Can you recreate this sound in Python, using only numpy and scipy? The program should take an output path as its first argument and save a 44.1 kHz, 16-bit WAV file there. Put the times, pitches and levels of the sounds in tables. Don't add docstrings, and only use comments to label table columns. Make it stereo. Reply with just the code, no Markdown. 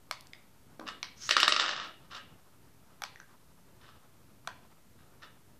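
import sys
import numpy as np
from scipy import signal
from scipy.fft import rfft, irfft
from scipy.io import wavfile
from scipy.ndimage import uniform_filter1d

SR = 44100
rng = np.random.default_rng(int(sys.argv[2]) if len(sys.argv) > 2 else 0)


def transcribe(signal):
    frames = np.atleast_2d(signal).T
    limited = np.clip(frames, -1, 1)
    pcm = np.round(limited * 32767).astype(np.int16)
    wavfile.write(sys.argv[1], SR, pcm)


def voltage_ratio(level):
    return 10 ** (np.asarray(level, float) / 20)


N = 246871

# centre_hz, width_hz, level_db
PAWN_MODES = [(343, 40, -20.5), (616, 86, -12), (1184, 280, 0), (1219, 150, 2.5), (1395, 190, 2),
              (1769, 120, -3), (2180, 410, -9), (2844, 240, 2), (3643, 290, 3.5), (3520, 210, -13),
              (4650, 300, -17), (5296, 190, -6), (6200, 230, -11.5), (7100, 700, -8.5), (9500, 550, -26),
              (11400, 900, -36)]
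# freq_hz, level_db (per Hz)
PAWN_CRACK_COLOUR = [(150, -41), (250, -16.5), (600, -15.5), (900, -13), (1230, -10), (1900, -3),
                     (2800, -8.5), (3700, -5), (5300, -7.5), (6500, -18.5), (7800, -21.5), (8600, -29.5),
                     (14000, -46.5)]


def curve(points, at):
    return np.interp(at, *np.transpose(points))


def colour(x, points, size=4096):
    hz, db = np.transpose(points)
    f = np.fft.rfftfreq(size, 1 / SR)
    log_gain = np.log(voltage_ratio(np.interp(np.log(f + 1), np.log(hz), db)))
    cepstrum = irfft(log_gain, size)
    cepstrum[1:size // 2] *= 2
    cepstrum[size // 2 + 1:] = 0
    response = irfft(np.exp(rfft(cepstrum)), size)
    wet = signal.oaconvolve(np.atleast_2d(x), response[None], axes=1)
    return wet[:, :x.shape[-1]].reshape(x.shape)


def unit(x):
    return x / np.sqrt(np.mean(x ** 2))


def walk(rate):
    k = int(SR / rate)
    held = np.repeat(rng.standard_normal(N // k + 1), k)
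    return uniform_filter1d(uniform_filter1d(held, k), k)[:N]


def strikes(when, mode_db, pan_db, hz, width, rise_s, scatter_db, size=1200):
    out = np.zeros((2, N + size))
    t = np.arange(size) / SR
    hz, width = np.broadcast_arrays(hz, width, mode_db)[:2]
    chance = rng.standard_normal((len(when), 5, hz.shape[1], 1))
    onset = 1 - np.exp(-(t / rise_s) ** 2)
    for s, db, pan, f, w, c in zip(when, mode_db, pan_db, hz, width, chance):
        level, detune, phase, side, spread = c
        ring = voltage_ratio(db[:, None] + scatter_db * level) * np.exp(-np.pi * w[:, None] * t) * onset
        turn = 2 * np.pi * f[:, None] * (1 + .012 * detune) * t + 3 * phase
        apart = (f[:, None] / 1500).clip(0, 3) * spread
        left = -voltage_ratio(pan / 2) * np.sum(ring * voltage_ratio(scatter_db * side) * np.sin(turn + apart), axis=0)
        right = voltage_ratio(-pan / 2) * np.sum(ring * np.sin(turn), axis=0)
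        start = int(s * SR)
        out[:, start:start + size] += left, right
    return out[:, :N]


def cracks(when, db, low_db, top_db, pan_db, spectrum, rise_s, fall_s, wet_db, own=0.6, size=900):
    out = np.zeros((4, N + size))
    t = np.arange(size) / SR
    shape = (1 - np.exp(-(t / rise_s) ** 2)) * np.exp(-t / fall_s)
    hz, colour_db = np.transpose(spectrum)
    gains = voltage_ratio(db[:, None] + np.outer(pan_db, [0.59, -0.34, 0.096, -0.18]))
    row_gain = voltage_ratio([0, 0, wet_db, wet_db])[:, None]
    for s, gain, low, top in zip(when, gains, low_db, top_db):
        right, other = shape * rng.standard_normal((2, size))
        left = own * np.diff(other, prepend=0) - right
        click = voltage_ratio(wet_db) * np.eye(1, size)[0]
        tilt_db = np.interp(hz, [1500, 2500, 6000, 8000], [low, 0, 0, top])
        tilted = np.transpose([hz, colour_db + tilt_db])
        burst = colour(np.array([left, right, -click, click]), tilted, size=1024)
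        burst = burst / burst.std(axis=1, keepdims=True)
        start = int(s * SR)
        out[:, start:start + size] += 0.084 * gain[:, None] * row_gain * burst
    return out[:, :N]


def sent(ring, wet_db):
    return np.vstack([ring, voltage_ratio(wet_db) * ring])


def blows(s, db, low_db, top_db, pan_db, modes, crack, ring_db, crack_db, rise_s, fall_s, wet_db):
    s, db, low_db, top_db, pan_db = np.broadcast_arrays(s, db, low_db, top_db, pan_db)
    hz, width, mode_db = np.transpose(modes)
    each_db = db[:, None] + mode_db + np.outer(low_db, hz < 2000) + np.outer(top_db, hz > 7000)
    ring = strikes(s, each_db + ring_db, pan_db, hz, width, rise_s, 0.88)
    burst = cracks(s, db + crack_db, low_db, top_db, pan_db, crack, rise_s, fall_s, wet_db + 8.0)
    return sent(ring, wet_db - 1.0) + burst


def loose_pawns():
    # start_s, peak_db, flat_landing_db, hard_edge_db
    bounces = [
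        (1.291, -8.5, -4, 7),
        (1.309, -2, -1.6, 1.5),
        (1.366, -2, 1.2, -0.5),
        (1.401, -4.5, -9, 7),
        (1.43, -2, -1.5, -4),
        (1.479, -2.5, 0.24, 8.5),
        (1.522, -4, -2.1, -4.5),
        (1.543, -15.5, -4.5, -14),
        (1.563, -8, 0.5, -2),
        (1.597, -5, -4.5, 3.2),
    ]
    # start_s, peak_db
    rocks = [(1.605, -12), (1.62, -19), (1.633, -26), (1.64, -17), (1.661, -16.5), (1.68, -18.5),
             (1.691, -14.5), (1.711, -18), (1.763, -23), (1.799, -23), (1.829, -36)]
    # start_s, peak_db, flat_landing_db
    nudges = [(0.877, -24.5, -2), (0.886, -25, 1), (2.11, -35.5, 0), (2.139, -48, -4), (2.151, -28, -10),
              (2.164, -31, -12), (3.818, -57, 15), (3.843, -47.5, 11.5), (3.889, -42, 3.5), (5.221, -45, 6),
              (5.233, -38, 8.5)]
    rock_flat_db, rock_edge_db, nudge_edge_db = -1, -0.5, 5
    groups = [np.transpose(bounces),
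              (*np.transpose(rocks), rock_flat_db, rock_edge_db),
              (*np.transpose(nudges), nudge_edge_db)]
    return sum(blows(*group, pan_db=-0.3, modes=PAWN_MODES, crack=PAWN_CRACK_COLOUR, ring_db=-8.0,
                     crack_db=-6.5, rise_s=0.0008, fall_s=0.0038, wet_db=-4.7) for group in groups)


def set_down():
    # start_s, peak_db, flat_landing_db, hard_edge_db, left_minus_right_db
    landings = [
        (0.111, -19.5, -4.5, -1.5, 1.7),
        (0.797, -35.5, 4, -7, 6.5),
        (1.029, -21.5, -13.5, -13.5, -4),
        (3.02, -26, 3, -1, 9),
        (3.037, -22.5, -5.5, -5, -2),
        (4.474, -25, 3.5, -2.5, -0.5),
    ]
    # centre_hz, width_hz, level_db
    board_modes = [(642, 62, -6.5), (795, 98, -2.5), (992, 130, -3), (1253, 180, 4), (1549, 180, -1.5),
                   (2270, 130, -4.5), (3420, 200, -7), (4100, 280, -2.5), (5730, 520, -0.5),
                   (5946, 1100, -2.5), (7930, 450, -8.5), (11070, 1200, -2.5), (14000, 1000, -25)]
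    # freq_hz, level_db (per Hz)
    board_crack = [(180, -46), (520, -21), (1000, 7.5), (2600, -9), (3020, -10.5), (5440, -7.5),
                   (6950, -20.5), (10100, -26.5), (11700, -21), (15000, -41.5)]
    hits = blows(*np.transpose(landings), board_modes, board_crack, ring_db=-4.0, crack_db=0,
                 rise_s=0.00023, fall_s=0.0016, wet_db=-6.8)
    return colour(hits, [(300, -16), (680, 0)])


def rattle(per_s=600, spread_db=1.5):
    # start_s, length_s, level_db, fade_db_per_s
    spells = [
        (0.856, 0.04, -37.5, 28),
        (1.579, 0.28, -27.5, 42.5),
        (2.016, 0.04, -61.5, 10),
        (2.097, 0.075, -40, -5),
        (3.799, 0.18, -52, 80),
        (4.972, 0.06, -62, 50),
        (5.206, 0.044, -46, 39),
    ]
    attack_s, release_s, edge_db = 0.013, 0.035, -24
    hz, width, mode_db = np.transpose(PAWN_MODES)
    dull_db = -2.5 * np.log2(hz / 1200).clip(0)
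    out = 0
    for start, length, level_db, fade_db in spells:
        end, end_db = start + length, level_db - fade_db * length
        stop = end + release_s
        rows = [(start, level_db + edge_db), (start + attack_s, level_db),
                (end, end_db), (stop, end_db + edge_db)]
        s = rng.uniform(start, stop, 400)
        s = s[:int(per_s * (stop - start))]
        uneven_db = spread_db * rng.exponential(size=400)[:len(s)].clip(0, 3)
        db = curve(rows, s) + uneven_db - 9
        each_db = db[:, None] + mode_db + dull_db
        ring = strikes(s, each_db, 0 * s, hz, 1.15 * width, 0.00021, 3, size=800)
        out = out + sent(ring, -0.2)
        out = out + cracks(s, db + 2, 0 * s, 0 * s - 6, 0 * s, PAWN_CRACK_COLOUR, .0003, 0.0017, -.5)
    return out


def slide():
    # start_s, level_db, centre_hz
    path = [
        (1.161, -67, 5910),
        (1.226, -47.5, 5740),
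        (1.258, -47.5, 6050),
        (1.286, -45, 6200),
    ]
    s, db, hz = np.transpose(path)
    t = np.arange(N) / SR
    grit = rng.standard_normal((2, N)) * voltage_ratio(2 * walk(400))
    core = signal.sosfilt(signal.butter(2, 700, fs=SR, output="sos"), grit)
    core = core * np.cos(2 * np.pi * np.cumsum(np.interp(t, s, hz)) / SR)
    skirt = colour(grit, [(600, -27.5), (1300, 1.5), (2500, -4.0), (4500, 1.0), (7000, -16.5),
                          (8500, -17), (13000, -26.5)])
    level_db = np.interp(t, s, db, left=-120, right=-120)
    return voltage_ratio(level_db) * (unit(core) + voltage_ratio(-6.0) * unit(skirt))


def touch_rings(table, low_width, high_width, rise_s, pan_db):
    s, db, low_hz, high_hz, high_db = np.transpose(table)
    return strikes(s, np.transpose([db, db + high_db]), pan_db + 0 * s, np.transpose([low_hz, high_hz]),
                   np.array([low_width, high_width]), rise_s, 0.17, size=3000)


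def pawn_ticks():
    # start_s, peak_db, low_ring_hz, high_ring_hz, high_ring_db
    touches = [
        (0.3338, -29, 2100, 3570, -2),
        (0.3334, -36, 4970, 6600, -12),
        (3.1586, -32, 1830, 5900, -12),
        (3.2005, -27.5, 1570, 6070, -10),
        (4.449, -42, 1215, 4700, -18),
        (4.477, -20.5, 1090, 5300, -26),
        (4.99, -46, 1610, 4560, -23.5),
    ]
    s, db = np.transpose(touches)[:2]
    ring = sent(touch_rings(touches, 260, 400, .0005, 0), -4)
    return ring + cracks(s, db - 19, 0 * s - 9, 0 * s, 0 * s, PAWN_CRACK_COLOUR, .0003, .0015, -4)


def base_snaps():
    # start_s, peak_db, low_ring_hz, high_ring_hz, high_ring_db
    lifts = [
        (0.2091, -30.5, 4650, 11400, -1),
        (0.2705, -33.5, 4870, 8000, 1),
    ]
    return sent(touch_rings(lifts, 1500, 3000, .0001, 5), -9)


def knuckle():
    # start_s, peak_db, low_ring_hz, high_ring_hz, high_ring_db
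    knocks = [
        (0.795, -32, 278.2, 610, 2),
        (0.814, -34.5, 282.6, 1056, 1.2),
        (0.839, -41.5, 336, 614, 4),
    ]
    return sent(touch_rings(knocks, 81, 200, 0.00033, -2.0), -0.57)


def sleeve():
    # centre_s, lift_db
    reaches = [
        (.3, 3),
        (.85, 2),
        (1.95, 5),
        (3.25, 3),
        (3.9, 3),
        (4.65, 3),
        (5.05, 3),
    ]
    sleeve_db, reach_s = -70, .15
    cloth = colour(rng.standard_normal((2, N)), [(200, -1), (500, -4.5), (1300, -1.5), (2000, -15.0),
                                                 (5000, -21.5), (12000, -37.5)])
    puffs_db = 7 * walk(45).clip(-1, 1.2)
    t = np.arange(N) / SR
    moving_db = sum(db * np.exp(-((t - s) / reach_s) ** 2) for s, db in reaches)
    return unit(cloth) * voltage_ratio(sleeve_db + moving_db + puffs_db - 1.5)


def room(x):
    # freq_hz, t60_s
    decay = [(250, 0.69), (1000, 0.31), (3000, 0.45), (6000, 0.17), (8000, 0.26), (12000, 0.029)]
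    room_db, wall_db = -6, -11
    wall_s, smear_s = .0125, .002
    t = np.arange(int(SR * .6)) / SR
    tail = 0
    for hz in 180 * 2 ** np.arange(0, 6.4, .5):
        edges = [hz / 2 ** .25, hz * 2 ** .25]
        half_octave = signal.butter(2, edges, "bandpass", fs=SR, output="sos")
        band = signal.sosfilt(half_octave, rng.standard_normal((2, len(t))))
        alike = 1 / (1 + (hz / 1800) ** 2)
        band[0] = alike * band[1] + np.sqrt(1 - alike ** 2) * band[0]
        tail = tail + band * voltage_ratio(-60 * t / curve(decay, hz))
    tail = tail * (1 - np.exp(-(t / .006) ** 2))
    tail = voltage_ratio(room_db) * tail / np.sqrt(np.sum(tail ** 2, axis=1, keepdims=True))
    bounce = np.exp(-np.abs(t - wall_s - smear_s) / smear_s) * (t > wall_s)
    echo = rng.standard_normal((2, len(t))) * bounce
    tail += voltage_ratio(wall_db) * echo / np.sqrt(np.sum(echo ** 2, axis=1, keepdims=True))
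    return signal.oaconvolve(x, tail, axes=1)[:, :N]


def house():
    # freq_hz, level_db (per Hz)
    spectrum = [(21, -36), (35, -7), (117, -0.5), (243, -7), (511, -15.5), (742, -17.5), (800, -30),
                (894, -14), (1120, -27), (1250, -21), (3000, -34.5), (3900, -54), (6600, -120)]
    rumble_db, air_db = -62, 4.5
    own = colour(rng.standard_normal((2, N)), spectrum)
    shared = colour(rng.standard_normal(N), spectrum)
    shared = colour(shared, [(70, -17.5), (160, -2.5), (500, -6.0), (1400, -13.5)])
    mix = own * voltage_ratio(np.array([[0], [-2.5]])) + voltage_ratio(air_db) * shared * np.array([[-.7], [1.3]])
    return unit(mix) * voltage_ratio(rumble_db + 4 + 2.8 * walk(13))


def scene():
    # freq_hz, level_db
    left_port = [(60, 7.5), (110, -52), (200, -2.5), (380, -6.5), (700, -8.5), (1290, -13.5), (2380, -5),
                 (4400, -7), (8120, 0.5), (15000, 6)]
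    left_lag = 6
    sources = loose_pawns() + set_down() + rattle() + sent(slide(), -0.33)
    sources = sources + pawn_ticks() + base_snaps() + knuckle()
    heard = sources[:2] + room(sources[2:]) + sleeve()
    heard = colour(heard, [(60, -40.5), (220, 0)])
    heard[0] = np.roll(colour(heard[0], left_port), left_lag)
    return voltage_ratio(4.5) * heard


def drop_top_bands(x):
    # edge_hz, strain (0-1)
    limits = [(12500, .54), (10600, .7), (8600, .8)]
    busy_db, strain_s, blow_db = -37.3, .2, -19
    power = np.mean(x ** 2, axis=0)
    busy = uniform_filter1d(power, size=3000) > voltage_ratio(busy_db) ** 2
    keep = np.exp(-1 / (strain_s * SR))
    strain = signal.lfilter([1 - keep], [1, -keep], 1. * busy)
    busy = busy & (uniform_filter1d(power, size=400) < voltage_ratio(blow_db) ** 2)
    for edge_hz, limit in limits:
        top = signal.sosfiltfilt(signal.butter(10, edge_hz, "highpass", fs=SR, output="sos"), x)
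        x = x - top * uniform_filter1d(1. * (busy & (strain > limit)), size=300)
    return x


def roll_off(x):
    return signal.sosfilt(signal.butter(12, 15850, fs=SR, output="sos"), x)


def record(dry):
    # pitch_hz, level_db
    whine_tone = (11806, -88)
    offset = [
        [-.0012],
        [-.0008],
    ]
    hiss_db = -70 + np.array([[3.5], [5.5]])
    hiss = colour(rng.standard_normal((2, N)), [(500, 6), (3000, 1.5), (7000, 0), (14400, 0), (14700, -50)])
    whine_hz, whine_db = whine_tone
    whine = voltage_ratio(whine_db) * np.sin(2 * np.pi * whine_hz * np.arange(N) / SR) * np.array([[0], [1]])
    loud = np.sqrt(uniform_filter1d(np.mean(dry ** 2, axis=0), size=6000))
    duck = (1 + loud / voltage_ratio(-23)) ** -.45
    background = house() + unit(hiss) * voltage_ratio(hiss_db) + whine
    rounded = 1.2 * np.tanh(dry / 1.2)
    mix = colour(rounded, [(15300, 0), (15900, -50)]) + duck * background + np.array(offset)
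    finished = drop_top_bands(mix)
    return roll_off(finished)


dry = scene()
out = record(dry)
transcribe(out)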